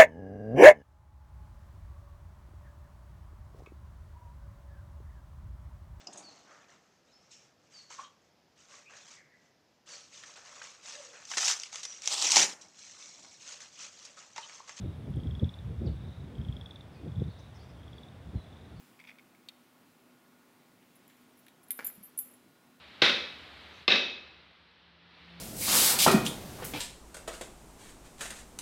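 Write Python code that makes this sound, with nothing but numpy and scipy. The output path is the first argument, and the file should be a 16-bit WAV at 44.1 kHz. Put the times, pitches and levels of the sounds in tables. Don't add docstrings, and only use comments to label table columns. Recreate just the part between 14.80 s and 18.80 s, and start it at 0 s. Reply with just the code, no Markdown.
import sys
import numpy as np
from scipy import signal
from scipy.fft import rfft, irfft
from scipy.io import wavfile
from scipy.ndimage import uniform_filter1d

SR = 44100
rng = np.random.default_rng(int(sys.argv[2]) if len(sys.argv) > 2 else 0)


def log_audio(samples):
    frames = np.atleast_2d(samples).T
    limited = np.clip(frames, -1, 1)
    pcm = np.round(limited * 32767).astype(np.int16)
    wavfile.write(sys.argv[1], SR, pcm)


N = 176400
T = np.arange(N) / SR


def from_db(db):
    return 10 ** (np.asarray(db) / 20)


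def unit_power(x):
    return x / np.sqrt(np.mean(x ** 2) + 1e-20)


def curves_in_time(rows):
    seconds, *columns = np.transpose(rows)
    return [np.interp(T, seconds, column) for column in columns]


def colored_noise(spectrum):
    hz, db = np.transpose(spectrum)
    bins = np.maximum(np.fft.rfftfreq(N, 1 / SR), 1)
    gain = from_db(np.interp(np.log(bins), np.log(hz), db))
    skirts = np.minimum(bins / hz[0], 1) ** 2 * np.minimum(hz[-1] / bins, 1) ** 2
    white = rng.standard_normal(N)
    return unit_power(irfft(rfft(white) * gain * skirts, N))


def add(out, start_s, sound):
    i = int(start_s * SR)
    if 0 <= i < N:
        out[i:i + len(sound)] += sound[:N - i]


WOODS_T60_S, WOODS_DELAY_S = 0.4, 0.003
BANK_ECHO_S, BANK_SHARE = 0.008, 0.11


def woods(x):
    t = T[:SR]
    near, far = rng.standard_normal((2, SR))
    bank = unit_power(near * np.exp(-t / BANK_ECHO_S))
    trunks = unit_power(far * from_db(-60 * t / WOODS_T60_S))
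    echoes = np.sqrt(BANK_SHARE) * bank + np.sqrt(1 - BANK_SHARE) * trunks
    wet = signal.fftconvolve(x, echoes / np.sqrt(SR))[:N]
    return np.interp(T - WOODS_DELAY_S, T, wet, left=0)


CLICK_SAG_HZ, CLICK_SAG_S, CLICK_REST_HZ = 623, 0.002, 187
CLICK_RISE_S, CLICK_DECAY_S = 0.0022, 0.0026
OVERTONE_RATIO, OVERTONE_DB = 1.55, -20.5


def click(hz):
    t = T[:SR // 40]
    sagging_hz = hz - CLICK_REST_HZ + CLICK_SAG_HZ * np.exp(-t / CLICK_SAG_S)
    phase = 2 * np.pi * np.cumsum(sagging_hz) / SR
    rise = np.sin(np.pi / 2 * np.minimum(t / CLICK_RISE_S, 1)) ** 2
    shape = rise * np.exp(-np.maximum(t - CLICK_RISE_S, 0) / CLICK_DECAY_S)
    overtone = from_db(OVERTONE_DB) * shape ** 2 * np.sin(OVERTONE_RATIO * phase)
    return shape * np.sin(phase) + overtone


PITCH_BEND = 2.3
CLICK_LEAD_S = 0.0022
FROG_TRIM_DB, FROG_ECHO_TRIM_DB = 0.5, -5
# time of the first click in seconds, number of clicks, first gap in seconds,
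# growth of the gap per click as a factor, longest gap in seconds, first pitch in Hz, last pitch in Hz,
# direct level in dB and echo level in dB, both before the trims.
FROG_CALLS = [ (-.29, 12, .031, 1.07, .042, 3500, 3780, -54, -45.5),
              (.3402, 12, .0297, 1.070, .0483, 3320, 3640, -39, -44.5),
              (.88, 15, .031, 1.07, .039, 3600, 3830, -55, -44),
              (1.5543, 12, .0298, 1.071, .0495, 3310, 3630, -38.5, -44),
              (2.2209, 8, .0298, 1.10, .0410, 3400, 3750, -48, -50),
              (2.27, 14, .026, 1.04, .031, 3580, 3850, -58, -44),
              (2.9507, 8, .0396, 1.095, .0513, 3320, 3640, -44, -46),
              (3.43, 13, .030, 1.07, .042, 3500, 3820, -53, -48)]
# share of the call from 0 to 1, level in dB.
CALL_SWELL = [(0, -13.5), (.25, -10), (.5, -5), (.75, -1), (.9, -3.5), (1, -7.5)]


def frogs():
    direct, scattered = np.zeros((2, N))
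    for start_s, clicks, gap_s, growth, longest_s, first_hz, last_hz, direct_db, echo_db in FROG_CALLS:
        s = start_s - CLICK_LEAD_S
        for k, share in enumerate(np.linspace(0, 1, int(round(clicks)))):
            hz = first_hz + (last_hz - first_hz) * share ** PITCH_BEND
            swell_db = np.interp(share, *np.transpose(CALL_SWELL))
            sound = click(hz) * from_db(swell_db + rng.normal(0, 0.22))
            add(direct, s, from_db(direct_db) * sound)
            add(scattered, s, from_db(echo_db) * sound)
            s += min(gap_s * growth ** k, longest_s)
    return from_db(FROG_TRIM_DB) * direct + from_db(FROG_ECHO_TRIM_DB) * woods(scattered)


EVEN_S = 0.041


def eddies(spectrum):
    x = colored_noise(spectrum)
    width = max(int(EVEN_S * SR), 2)
    power = uniform_filter1d(uniform_filter1d(x ** 2, width), width)
    return x / np.sqrt(power + 0.00093)


RUMBLE_TRIM_DB, FLUTTER_TRIM_DB = 0.5, -0.5
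# time in seconds, level of the low rumble in dB,
# level of the higher flutter in dB, both before the trims.
GUST_LEVELS = [(0.0, -38.5, -56.5), (0.05, -36.5, -40), (0.1, -35.5, -51), (0.11, -48, -47.5),
               (0.17, -42, -59), (0.2, -43.5, -48), (0.26, -46, -49.5), (0.28, -39, -39), (0.3, -30, -52),
               (0.32, -42.5, -62), (0.38, -27.5, -40), (0.41, -47, -51), (0.47, -30.5, -39.5),
               (0.48, -32.5, -48), (0.59, -39, -60), (0.6, -54, -54), (0.63, -25.5, -27), (0.67, -32, -64),
               (0.71, -50, -57), (0.78, -46, -71), (0.86, -37, -59), (0.92, -37, -45.5), (0.96, -45, -57),
               (0.98, -33.5, -64), (1.02, -38, -37.5), (1.09, -28.5, -38.5), (1.12, -35.5, -51.5),
               (1.19, -43, -56.5), (1.29, -39.5, -47.5), (1.32, -49, -57), (1.36, -49, -71),
               (1.39, -39.5, -57), (1.56, -52, -47), (1.59, -33, -49.5), (1.65, -45.5, -47),
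               (1.69, -31.5, -68), (1.77, -47.5, -49.5), (1.84, -43, -66.5), (1.93, -59, -55.5),
               (1.96, -51, -60.5), (2.19, -52.5, -57), (2.27, -41, -40), (2.32, -38, -65),
               (2.34, -45.5, -57), (2.39, -28, -55), (2.42, -29, -30.5), (2.44, -41, -60.5),
               (2.48, -33.5, -47), (2.52, -49.5, -69.5), (2.77, -51, -60), (3.16, -49.5, -58.5),
               (3.19, -56.5, -56), (3.45, -50.5, -60), (3.48, -39, -57), (3.52, -59, -61), (3.55, -31, -43),
               (3.56, -29.5, -49), (3.61, -53, -61.5), (3.9, -52, -54), (4.0, -44, -62)]
# frequency in Hz, relative density in dB per Hz.
RUMBLE_SPECTRUM = [(25, -50), (40, -26), (52, -8.5), (68, 2), (95, 0.5), (130, -3), (170, -6.5),
                   (240, -18.5), (400, -40.5)]
# frequency in Hz, relative density in dB per Hz.
FLUTTER_SPECTRUM = [(100, -13), (160, -4), (220, 1), (310, -3.5), (480, -11), (650, -21), (850, -32),
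                    (2000, -63)]


def wind():
    rumble_db, flutter_db = curves_in_time(GUST_LEVELS)
    rumble = from_db(rumble_db + RUMBLE_TRIM_DB) * eddies(RUMBLE_SPECTRUM)
    flutter = from_db(flutter_db + FLUTTER_TRIM_DB) * eddies(FLUTTER_SPECTRUM)
    high_pass = signal.butter(6, 44, "high", fs=SR, output="sos")
    return signal.sosfilt(high_pass, rumble + flutter)


TRAFFIC_DB = -56.5
# frequency in Hz, relative density in dB per Hz.
TRAFFIC_SPECTRUM = [(30, -8), (60, 3.5), (110, 5), (200, -5), (400, -4.5), (620, -2.5), (1000, -8),
                    (1600, -11.5), (2800, -16.5), (4300, -22.5), (5300, -25), (6800, -30), (9300, -29.5),
                    (12000, -36), (16000, -35)]


def traffic():
    return from_db(TRAFFIC_DB) * colored_noise(TRAFFIC_SPECTRUM)


CHORUS_DB = -74
# frequency in Hz, relative density in dB per Hz.
CHORUS_SPECTRUM = [(2800, -31), (3150, -4.5), (3400, 3.5), (3750, 1), (4100, -26.5), (4700, -24)]


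def far_chorus():
    return from_db(CHORUS_DB) * colored_noise(CHORUS_SPECTRUM)


TICK_DECAY_S = 0.004
# frequency in Hz, relative density in dB per Hz.
RUSTLE_SPECTRUM = [(3500, 18), (5500, -14), (9000, 2), (12000, -1), (16000, -11)]
# time in seconds, level in dB.
RUSTLE_LEVELS = [(0, -71.5), (.5, -76), (.82, -74), (1.05, -80), (1.5, -90), (1.65, -72), (2, -86),
                 (4, -78)]
# start in seconds, pitch in Hz, level in dB before the decay.
DRY_TICKS = [(.304, 10000, -67), (.359, 8840, -63.5), (1.160, 7800, -68)]


def reeds():
    rustle_db, = curves_in_time(RUSTLE_LEVELS)
    out = from_db(rustle_db) * colored_noise(RUSTLE_SPECTRUM)
    t = T[:SR // 20]
    for start_s, hz, db in DRY_TICKS:
        stalk = signal.butter(1, [hz * 0.98, hz * 1.07], "band", fs=SR, output="sos")
        ring = unit_power(signal.sosfilt(stalk, rng.standard_normal(len(t))))
        add(out, start_s, from_db(db) * ring * np.exp(-t / TICK_DECAY_S))
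    return out


BIRD_SCATTER_PER_S, BIRD_ECHO_DB = 700, -2
# start in seconds, length in seconds, first pitch in Hz, last pitch in Hz,
# random pitch scatter in Hz, peak level of the direct sound in dB.
NOTES_OF_BIRDS = [ (1.057, .030, 5700, 2485, 320, -54), (2.119, 0.084, 5200, 4240, 240, -70),
                  (2.14, 0.1, 2490, 2480, 8, -69.5), (2.492, 0.039, 4200, 4410, 230, -65),
                  (2.578, 0.032, 5000, 5640, 750, -64), (2.738, 0.046, 5640, 5160, 500, -63.5),
                  (2.777, 0.072, 4500, 4870, 260, -65), (2.822, 0.037, 5900, 5440, 470, -70),
                  (2.882, .04, 5200, 5030, 750, -68), (3.127, 0.088, 4650, 4500, 150, -71),
                  (3.545, .10, 4210, 3780, 28, -64), (3.947, .06, 4300, 4430, 310, -66.5)]


def birds():
    out = np.zeros(N)
    for start_s, length_s, first_hz, last_hz, scatter_hz, db in NOTES_OF_BIRDS:
        t = T[:int(length_s * SR)]
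        targets = rng.standard_normal(SR // 100)
        waver = np.interp(t * BIRD_SCATTER_PER_S, np.arange(SR // 100), targets)
        hz = first_hz + (last_hz - first_hz) * t / length_s + scatter_hz * waver
        tone = np.sin(2 * np.pi * np.cumsum(hz) / SR)
        add(out, start_s, from_db(db) * np.sin(np.pi * t / length_s) * tone)
    return out + from_db(BIRD_ECHO_DB) * woods(out)


def scene():
    return (frogs() + birds() + reeds() + wind() + traffic() + far_chorus())[None]


def record(dry):
    low_pass = signal.ellip(12, .1, 70, 15800, fs=SR, output="sos")
    return signal.sosfilt(low_pass, dry)


dry = scene()
out = record(dry)
log_audio(out)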